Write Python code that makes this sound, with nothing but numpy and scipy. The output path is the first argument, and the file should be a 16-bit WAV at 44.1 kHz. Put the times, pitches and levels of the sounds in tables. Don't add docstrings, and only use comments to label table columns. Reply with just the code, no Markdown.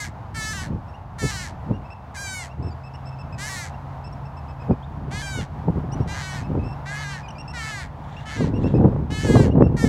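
import sys
import numpy as np
from scipy import signal
from scipy.fft import rfft, irfft, next_fast_len
from scipy.io import wavfile
from scipy.ndimage import uniform_filter1d, map_coordinates

SR = 44100
rng = np.random.default_rng(int(sys.argv[2]) if len(sys.argv) > 2 else 0)


def store_pcm(level_fs):
    pcm = np.round(np.clip(level_fs, -1, 1) * 32767).astype(np.int16)
    wavfile.write(sys.argv[1], SR, np.atleast_2d(pcm).T)


N = 435708
TIME = np.arange(N) / SR
CUTOFF_HZ = 15900

# (time [s], level [dB])
RUSH_LEVEL = [(0, -39), (2.6, -38.5), (3.6, -36.5), (5, -37.5), (6, -35), (6.8, -35.5), (7.3, -37.5),
              (8.2, -37.5), (9.88, -39.5)]
# (frequency [Hz], relative power density [dB])
RUSH_COLOUR = [(30, -26), (70, 12.5), (170, 2), (380, -12.5), (520, -9), (700, -2), (900, -0.5), (1150, -8),
               (1500, -14.5), (2200, -23.5), (3500, -31.5), (5500, -38.5), (9000, -48), (15000, -51)]
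# (time [s], pitch [Hz], level [dB])
ENGINE_COURSE = [(0, 128, -52), (1.9, 129.5, -48), (3.2, 134.5, -39), (6.95, 142.3, -38), (7.5, 144.3, -42),
                 (9.88, 149, -36)]

# (time [s], half width [s], level [dB])
WIND_GUSTS = [(.03, 0.39, -48.5), (.56, 0.17, -40), (1.35, 0.28, -45), (1.73, 0.068, -39), (2.64, .06, -37),
              (3.32, 0.077, -43), (4.3, 0.59, -49.5), (5.1, 0.13, -37), (5.39, 0.035, -32.5),
              (5.84, 0.22, -34.5), (6.55, 0.12, -32), (7.8, 0.55, -46.5), (8.5, .12, -31),
              (8.79, 0.15, -23.5), (9.05, 0.29, -33.5), (9.37, 0.09, -22), (9.57, 0.14, -22.5),
              (9.88, 0.049, -24.5)]
# (time [s], half width [s], level [dB])
WIND_BUFFETS = [(.73, 0.037, -31.5), (1.243, 0.016, -25.5), (1.713, 0.022, -27), (2.63, 0.024, -37),
                (4.708, 0.017, -21.5), (5.689, 0.0095, -20.5), (5.774, 0.0095, -27), (6.004, 0.0069, -23.5),
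                (6.57, 0.024, -28.5), (8.425, 0.028, -24), (8.795, 0.023, -22), (8.85, 0.0095, -15.5),
                (9.35, .014, -23), (9.58, 0.016, -19.5), (9.619, 0.011, -14.5), (9.665, 0.0066, -19),
                (9.842, 0.0066, -19)]
# (centre [Hz], level against the reference wind [dB], growth [dB per dB of wind])
WIND_EDDIES = [(62.6, -1, 0.58), (113, 4.5, 0.96), (194.3, 0.5, 1.26), (355, -6.5, 1.553),
               (644, -20.5, 1.65), (1120, -42, 1.91), (2100, -54, 0.3)]
BREEZE_DB = -66

# (time [s], length [s], level [dB])
FEATHER_RUSTLES = [(8.18, 0.24, -51), (8.675, 0.22, -52)]

# (time [s], length [s], pitch [Hz], fundamental level [dB], octave level [dB])
PEEP_NOTES = [(0.882, 0.024, 2690, -60, -62), (1.845, 0.032, 2600, -52.5, -65),
              (1.903, 0.033, 2665, -45.5, -55.5), (2.626, 0.071, 2640, -57, -53.5),
              (2.706, 0.028, 2375, -64, -52.5), (2.836, 0.051, 2620, -51.5, -57),
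              (2.937, 0.025, 2660, -56, -50.5), (3.056, 0.042, 2640, -56, -50),
              (3.118, 0.032, 2620, -51, -61), (3.187, 0.035, 2615, -49, -52),
              (3.325, 0.027, 2550, -46, -52), (3.739, 0.015, 2720, -47.5, -60),
              (4.042, 0.043, 2660, -52, -50), (4.125, 0.014, 2740, -69, -50),
              (4.254, 0.021, 2640, -56.5, -58), (4.368, .027, 2630, -53, -54),
              (4.484, 0.031, 2580, -54, -58.5), (4.6, .029, 2550, -50.5, -58), (4.713, .02, 2470, -51, -62),
              (4.825, .025, 3430, -52, -75), (5.919, .03, 2860, -51, -43.5), (6.005, 0.032, 2740, -62, -58),
              (6.435, 0.039, 2570, -50.5, -61), (6.592, 0.063, 2580, -49, -73),
              (6.639, 0.1, 2660, -51.5, -55), (7.231, 0.036, 2455, -44, -57), (7.283, 0.01, 2920, -42, -47),
              (7.305, 0.0074, 2810, -41, -44), (7.354, 0.028, 2415, -46.5, -59),
              (7.383, 0.034, 2760, -43, -43.5), (7.479, 0.039, 2700, -45, -43.5),
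              (8.165, 0.035, 2750, -44, -61), (8.539, 0.046, 2750, -47, -58), (8.639, .039, 2680, -45, -56),
              (8.745, 0.033, 2550, -48, -58), (9.511, 0.018, 2810, -45.5, -66),
              (9.621, 0.056, 2710, -48, -59)]
PEEP_LEVEL_HZ, PEEP_GLIDE = 2583, .7
RANDOM_PEEP_COUNT, RANDOM_PEEP_S, RANDOM_PEEP_HZ, RANDOM_PEEP_SPREAD = 12, 0.03, 2750, 0.039
RANDOM_PEEP_DB, RANDOM_PEEP_OCTAVE_DB = -51.5, -67.5

# (start [s], length [s], break after [s], rasp before the break [s],
#  rasp roughness [0-1], roughness after the break [0-1], opening pitch [Hz], pitch at the break [Hz],
#  pitch after it [Hz], sag [Hz per s], opening level [dB], level after the break [dB], treble [dB],
#  flips up an octave at the break [yes/no], beak resonance [Hz], resonance lift [dB])
CAW_GESTURES = [(-.2, 0.28, 0.16, .03, .7, 0.23, 440, 440, 437.5, 129, -32, -32.5, -4, False, 2030, 7.2),
                (0.342, 0.33, 0.19, 0.027, 0.32, 0.25, 450, 433, 400, 129, -32, -35, -6.5, False, 1730, 1.8),
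                (1.182, 0.32, .13, 0.016, 0.57, 0.28, 459, 429.6, 403.5, 425, -33, -36.5, -4.5, False, 4400, 0.5),
                (2.142, 0.33, 0.025, .027, 0.21, 0.024, 420, 405, 399.2, 148.5, -36.5, -36, -4, True, 2200, 5),
                (3.379, 0.31, 0.11, .04, 0.58, 0.15, 362, 440, 379, 200, -35, -36.5, -3.5, False, 2050, 4),
                (5.107, 0.34, .115, .02, 0.66, .06, 366.5, 441, 398.6, 145, -36, -36, -8, True, 3250, 5.6),
                (6.071, 0.36, 0.15, 0.08, 0.93, 0.14, 385.4, 411, 389.5, 70.4, -36, -37, -10.5, False, 3950, 1.5),
                (6.853, 0.36, 0.19, .13, 0.62, .06, 368, 429, 413.7, 134, -34, -35.5, -15, False, 1750, 2),
                (7.532, 0.33, 0.18, 0.098, 0.53, 0.11, 512, 433, 424.5, 350, -33.5, -34.5, -13, False, 1920, 2.3),
                (8.252, 0.24, 0.12, 0.087, 0.72, 0.21, 430, 439.5, 424, 403, -36, -38, -14, False, 3180, 5.7),
                (9.1, .38, 0.17, 0.071, .55, .1, 418.7, 434.7, 422.4, 108.5, -35, -33.5, -8.5, False, 2800, 7.5),
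                (9.764, 0.39, 0.089, 0.0044, 0.53, 0.23, 476, 441, 430, 130, -32.5, -35, -7, False, 1920, 7.3)]
# (frequency [Hz], gain [dB])
CROW_THROAT = [(400, -45.5), (800, -13.5), (1280, -0.5), (1730, 6.5), (2150, 0.5), (2650, -9), (3000, -7),
               (3450, -10.5), (4250, -8), (4950, -12), (6100, -10), (7700, -11), (11000, -23),
               (15500, -40.5)]
ONSET_S, ONSET_DB, SETTLE_S = 0.017, -11, .05
RELEASE_S, RELEASE_DB, RELEASE_FALL, TAIL_S = .028, -14, 0.28, .035
CLEAR_ROUGH, ONSET_ROUGH, COLLAPSE_ROUGH = .08, .85, .7
FLIP_DB = -13
FLIP_TOP_DB = -10
EDGE_TREBLE_DB = 0.5
SWITCH_S = .002
COLLAPSE_S = .04
STUMBLES_PER_S, STUMBLE_SHARE = 22, .012
TREBLE_ARCH_DB = 3.5


def from_db(db):
    return 10 ** (np.asarray(db) / 20)


def rms_one(x):
    return x / np.sqrt(np.mean(x ** 2) + 1e-20)


def steady(x, size):
    power = uniform_filter1d(uniform_filter1d(x * x, size), size)
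    return x / np.sqrt(np.maximum(power, 1e-14))


def follow(rows):
    s, *columns = np.transpose(rows)
    return [np.interp(TIME, s, c) for c in columns]


def band(x, low_hz, high_hz, order=2):
    edges = [low_hz, min(high_hz, SR * .48)]
    return signal.sosfilt(signal.butter(order, edges, "band", fs=SR, output="sos"), x)


def drift(rate, size=N):
    knots = rng.standard_normal(size // 16 + 8)
    knots = knots[:int(size * rate / SR) + 6]
    return map_coordinates(knots, [np.arange(size) * rate / SR + 2], order=3, mode="nearest")


def colour(x, spectrum):
    size = 2 * next_fast_len(len(x) // 2 + 2048)
    hz, db = np.transpose(spectrum)
    shape = np.interp(np.log(np.fft.rfftfreq(size, 1 / SR) + 1), np.log(hz), db)
    cepstrum = irfft(np.log(from_db(shape)))
    cepstrum[1:size // 2] *= 2
    cepstrum[size // 2 + 1:] = 0
    return irfft(rfft(x, size) * np.exp(rfft(cepstrum)))[:len(x)]


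def step(t):
    return (1 + np.tanh(t / SWITCH_S)) / 2


def swells(rows):
    return sum(from_db(db) ** 2 * np.exp(-((TIME - s) / width) ** 2) for s, width, db in rows)


def rush(waver_db=0.97):
    noise = rms_one(colour(rng.standard_normal(N), RUSH_COLOUR))
    level_db = follow(RUSH_LEVEL)[0] + waver_db * drift(14)
    return from_db(level_db) * noise


def engine(waver_db=2.0, octave_db=-20):
    hz, db = follow(ENGINE_COURSE)
    phase = 2 * np.pi * np.cumsum(hz * (1 + 0.0061 * drift(13))) / SR
    tone = np.sin(phase) + from_db(octave_db) * np.sin(2 * phase)
    return np.sqrt(2) * from_db(db + waver_db * drift(7.0)) * tone


def wind(reference_db=-30, lumps_db=2.5, fine_lumps_db=7.0):
    gusts = from_db(BREEZE_DB) ** 2 + swells(WIND_GUSTS)
    power = gusts * from_db(lumps_db * drift(45)) ** 2 + swells(WIND_BUFFETS)
    strength_db = 10 * np.log10(power) - reference_db
    bursts, out = drift(220), 0
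    for hz, db, growth in WIND_EDDIES:
        eddy = steady(band(rng.standard_normal(N), hz / 1.492, hz * 1.442, order=3), size=1400)
        felt_db = np.interp(TIME - 0.32 / hz, TIME, strength_db)
        burst_db = fine_lumps_db * min(hz / 700, 1) * bursts
        out = out + eddy * from_db(reference_db + db + growth * felt_db + burst_db)
    return out


def bank(x, t60, scatter_db, far_db, far_t60=0.99):
    t = TIME[:SR]
    near = band(rng.standard_normal(SR), 750, 5000) * from_db(-60 * t / t60) * (t > .004)
    far = band(rng.standard_normal(SR), 500, 4500) * from_db(-60 * t / far_t60) * (t > .03)
    echo = (from_db(scatter_db) * rms_one(near) + from_db(far_db) * rms_one(far)) / np.sqrt(SR)
    return x + signal.fftconvolve(x, echo)[:N]


def rustles(flicker_db=3.0):
    swell = sum(from_db(db) * np.exp(-(2 * (TIME - s) / length) ** 2)
                for s, length, db in FEATHER_RUSTLES)
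    noise = colour(rng.standard_normal(N), [(700, -38), (1700, 8.5), (2600, -4.5), (3600, 0),
                                            (5000, -15), (7000, -12.5), (12000, -36.0)])
    return swell * rms_one(noise) * from_db(flicker_db * drift(110))


def random_peeps():
    return [(when * N / SR, RANDOM_PEEP_S * (.5 + long),
             RANDOM_PEEP_HZ * (1 + RANDOM_PEEP_SPREAD * (2 * high - 1)),
             RANDOM_PEEP_DB, RANDOM_PEEP_OCTAVE_DB)
            for when, long, high in rng.random((RANDOM_PEEP_COUNT, 3))]


def peeps(arch=0.026, waver=0.012, flick=0.12, third_db=-15, edge_s=0.0056):
    out = np.zeros(N)
    for start, length, hz, low_db, octave_db in PEEP_NOTES + random_peeps():
        on = (TIME > start - edge_s / 2) & (TIME < start + length + edge_s / 2)
        u = (TIME[on] - start) / length
        edge = np.clip(np.minimum(u, 1 - u) * length / edge_s + .5, 0, 1)
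        swell = np.sin(np.pi / 2 * edge) ** 2
        bend = arch * (.4 - (2 * u - 1) ** 2) + waver * drift(200, len(u))
        bend = bend - flick * (1 - swell) * (u < .5)
        glide_hz = hz + PEEP_GLIDE * (hz - PEEP_LEVEL_HZ) * (u - .5)
        phase = 2 * np.pi * np.cumsum(glide_hz * (1 + bend)) / SR
        overtones = from_db(octave_db) * (np.sin(2 * phase) + from_db(third_db) * np.sin(3 * phase))
        note = from_db(low_db) * np.sin(phase) + overtones
        out[on] += swell * from_db(2 * drift(150, len(u))) * note
    return out


def caw(t, pitch, level_db, treble_db, rough, odd, beak_hz, beak_db, flips, top_db=-15, split_hz=4900):
    rough, size = np.clip(rough, 0, 1), len(t)
    jitter = .007 * drift(80, size) + (.002 + .02 * rough ** 1.5) * drift(700, size)
    phase = 2 * np.pi * np.cumsum(pitch * (1 + jitter)) / SR
    pulses = 0
    for k in range(1, 48):
        in_range = k * pitch * (1 + jitter) < CUTOFF_HZ
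        strength = in_range * odd ** (k % 2) * from_db(2.6 * drift(28, size))
        pulses = pulses + strength * np.cos(k * phase - np.pi * k * k / 14)
    pulses = rms_one(pulses) * (1 + 1.1 * rough ** 2 * np.cos(phase / 3))
    air = rng.standard_normal(size) * (1 + np.cos(phase) / 2)
    hiss = np.diff(rng.standard_normal(size + 2), 2)
    noise = (.07 + .8 * rough ** 2) * air + .2 * hiss
    voice = colour(pulses + noise, CROW_THROAT)
    voice = voice + (from_db(beak_db) - 1) * band(voice, beak_hz / 1.1, beak_hz * 1.1, order=1)
    lower = steady(band(voice, 300, split_hz, order=4), size=350)
    upper = steady(band(voice, split_hz, SR, order=4), size=350)
    top = steady(band(voice, 2 * split_hz, SR, order=4), size=350)
    top_gain = from_db(top_db + FLIP_TOP_DB * flips + treble_db)
    fade = np.clip(np.minimum(t - t[0], t[-1] - t) / .003, 0, 1)
    return fade * from_db(level_db) * (lower + from_db(treble_db) * (upper + top_gain * top))


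def crows():
    out = np.zeros(N)
    for (start, length, break_s, rasp_s, rasp, hoarse, open_hz, strained_hz, broken_hz, sag,
         open_db, broken_db, bright_db, flips, beak_hz, beak_db) in CAW_GESTURES:
        on = (TIME >= start) & (TIME <= start + length + TAIL_S)
        t = TIME[on] - start
        onset, release = np.exp(-t / ONSET_S), np.exp((t - length) / RELEASE_S)
        broken, collapsed = step(t - break_s), step(t - length + COLLAPSE_S)
        rasping = step(t - break_s + rasp_s) - step(t - break_s - SWITCH_S)

        stumble = STUMBLE_SHARE * rng.standard_normal(size=64)[(t * STUMBLES_PER_S).astype(int)]
        before = strained_hz + (open_hz - strained_hz) * np.exp(-t / SETTLE_S)
        after = (broken_hz - sag * (t - break_s)) * (1 + stumble)
        pitch = np.where(t < break_s, before, after) * (1 - RELEASE_FALL * np.minimum(release, 1))

        level_db = open_db + (broken_db - open_db) * broken + ONSET_DB * onset + RELEASE_DB * release
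        arch = np.sin(np.pi * t / length) - 2 / np.pi
        treble_db = bright_db + TREBLE_ARCH_DB * arch + EDGE_TREBLE_DB * (onset + release)

        catches = np.maximum(1 + drift(STUMBLES_PER_S, len(t)), 0)
        clear = CLEAR_ROUGH + hoarse * broken * catches
        rough = clear + (rasp - clear) * rasping + ONSET_ROUGH * onset + COLLAPSE_ROUGH * collapsed
        odd = from_db(FLIP_DB * flips * broken * (1.5 - collapsed))
        out[on] = caw(t, pitch, level_db, treble_db, rough, odd, beak_hz, beak_db, flips)
    return out


def scene():
    distance = rush() + engine()
    far_bird = bank(peeps(), t60=.3, scatter_db=-19, far_db=-21)
    near_birds = bank(crows() + rustles(), t60=.12, scatter_db=-19, far_db=-33)
    return (distance + wind() + far_bird + near_birds)[None]


def record(dry, low_cut_hz=40):
    thin = signal.sosfilt(signal.butter(3, low_cut_hz, "high", fs=SR, output="sos"), dry)
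    rounded = np.tanh(thin)
    return signal.sosfilt(signal.ellip(10, .1, 80, CUTOFF_HZ, fs=SR, output="sos"), rounded)


dry = scene()
out = record(dry)
store_pcm(out)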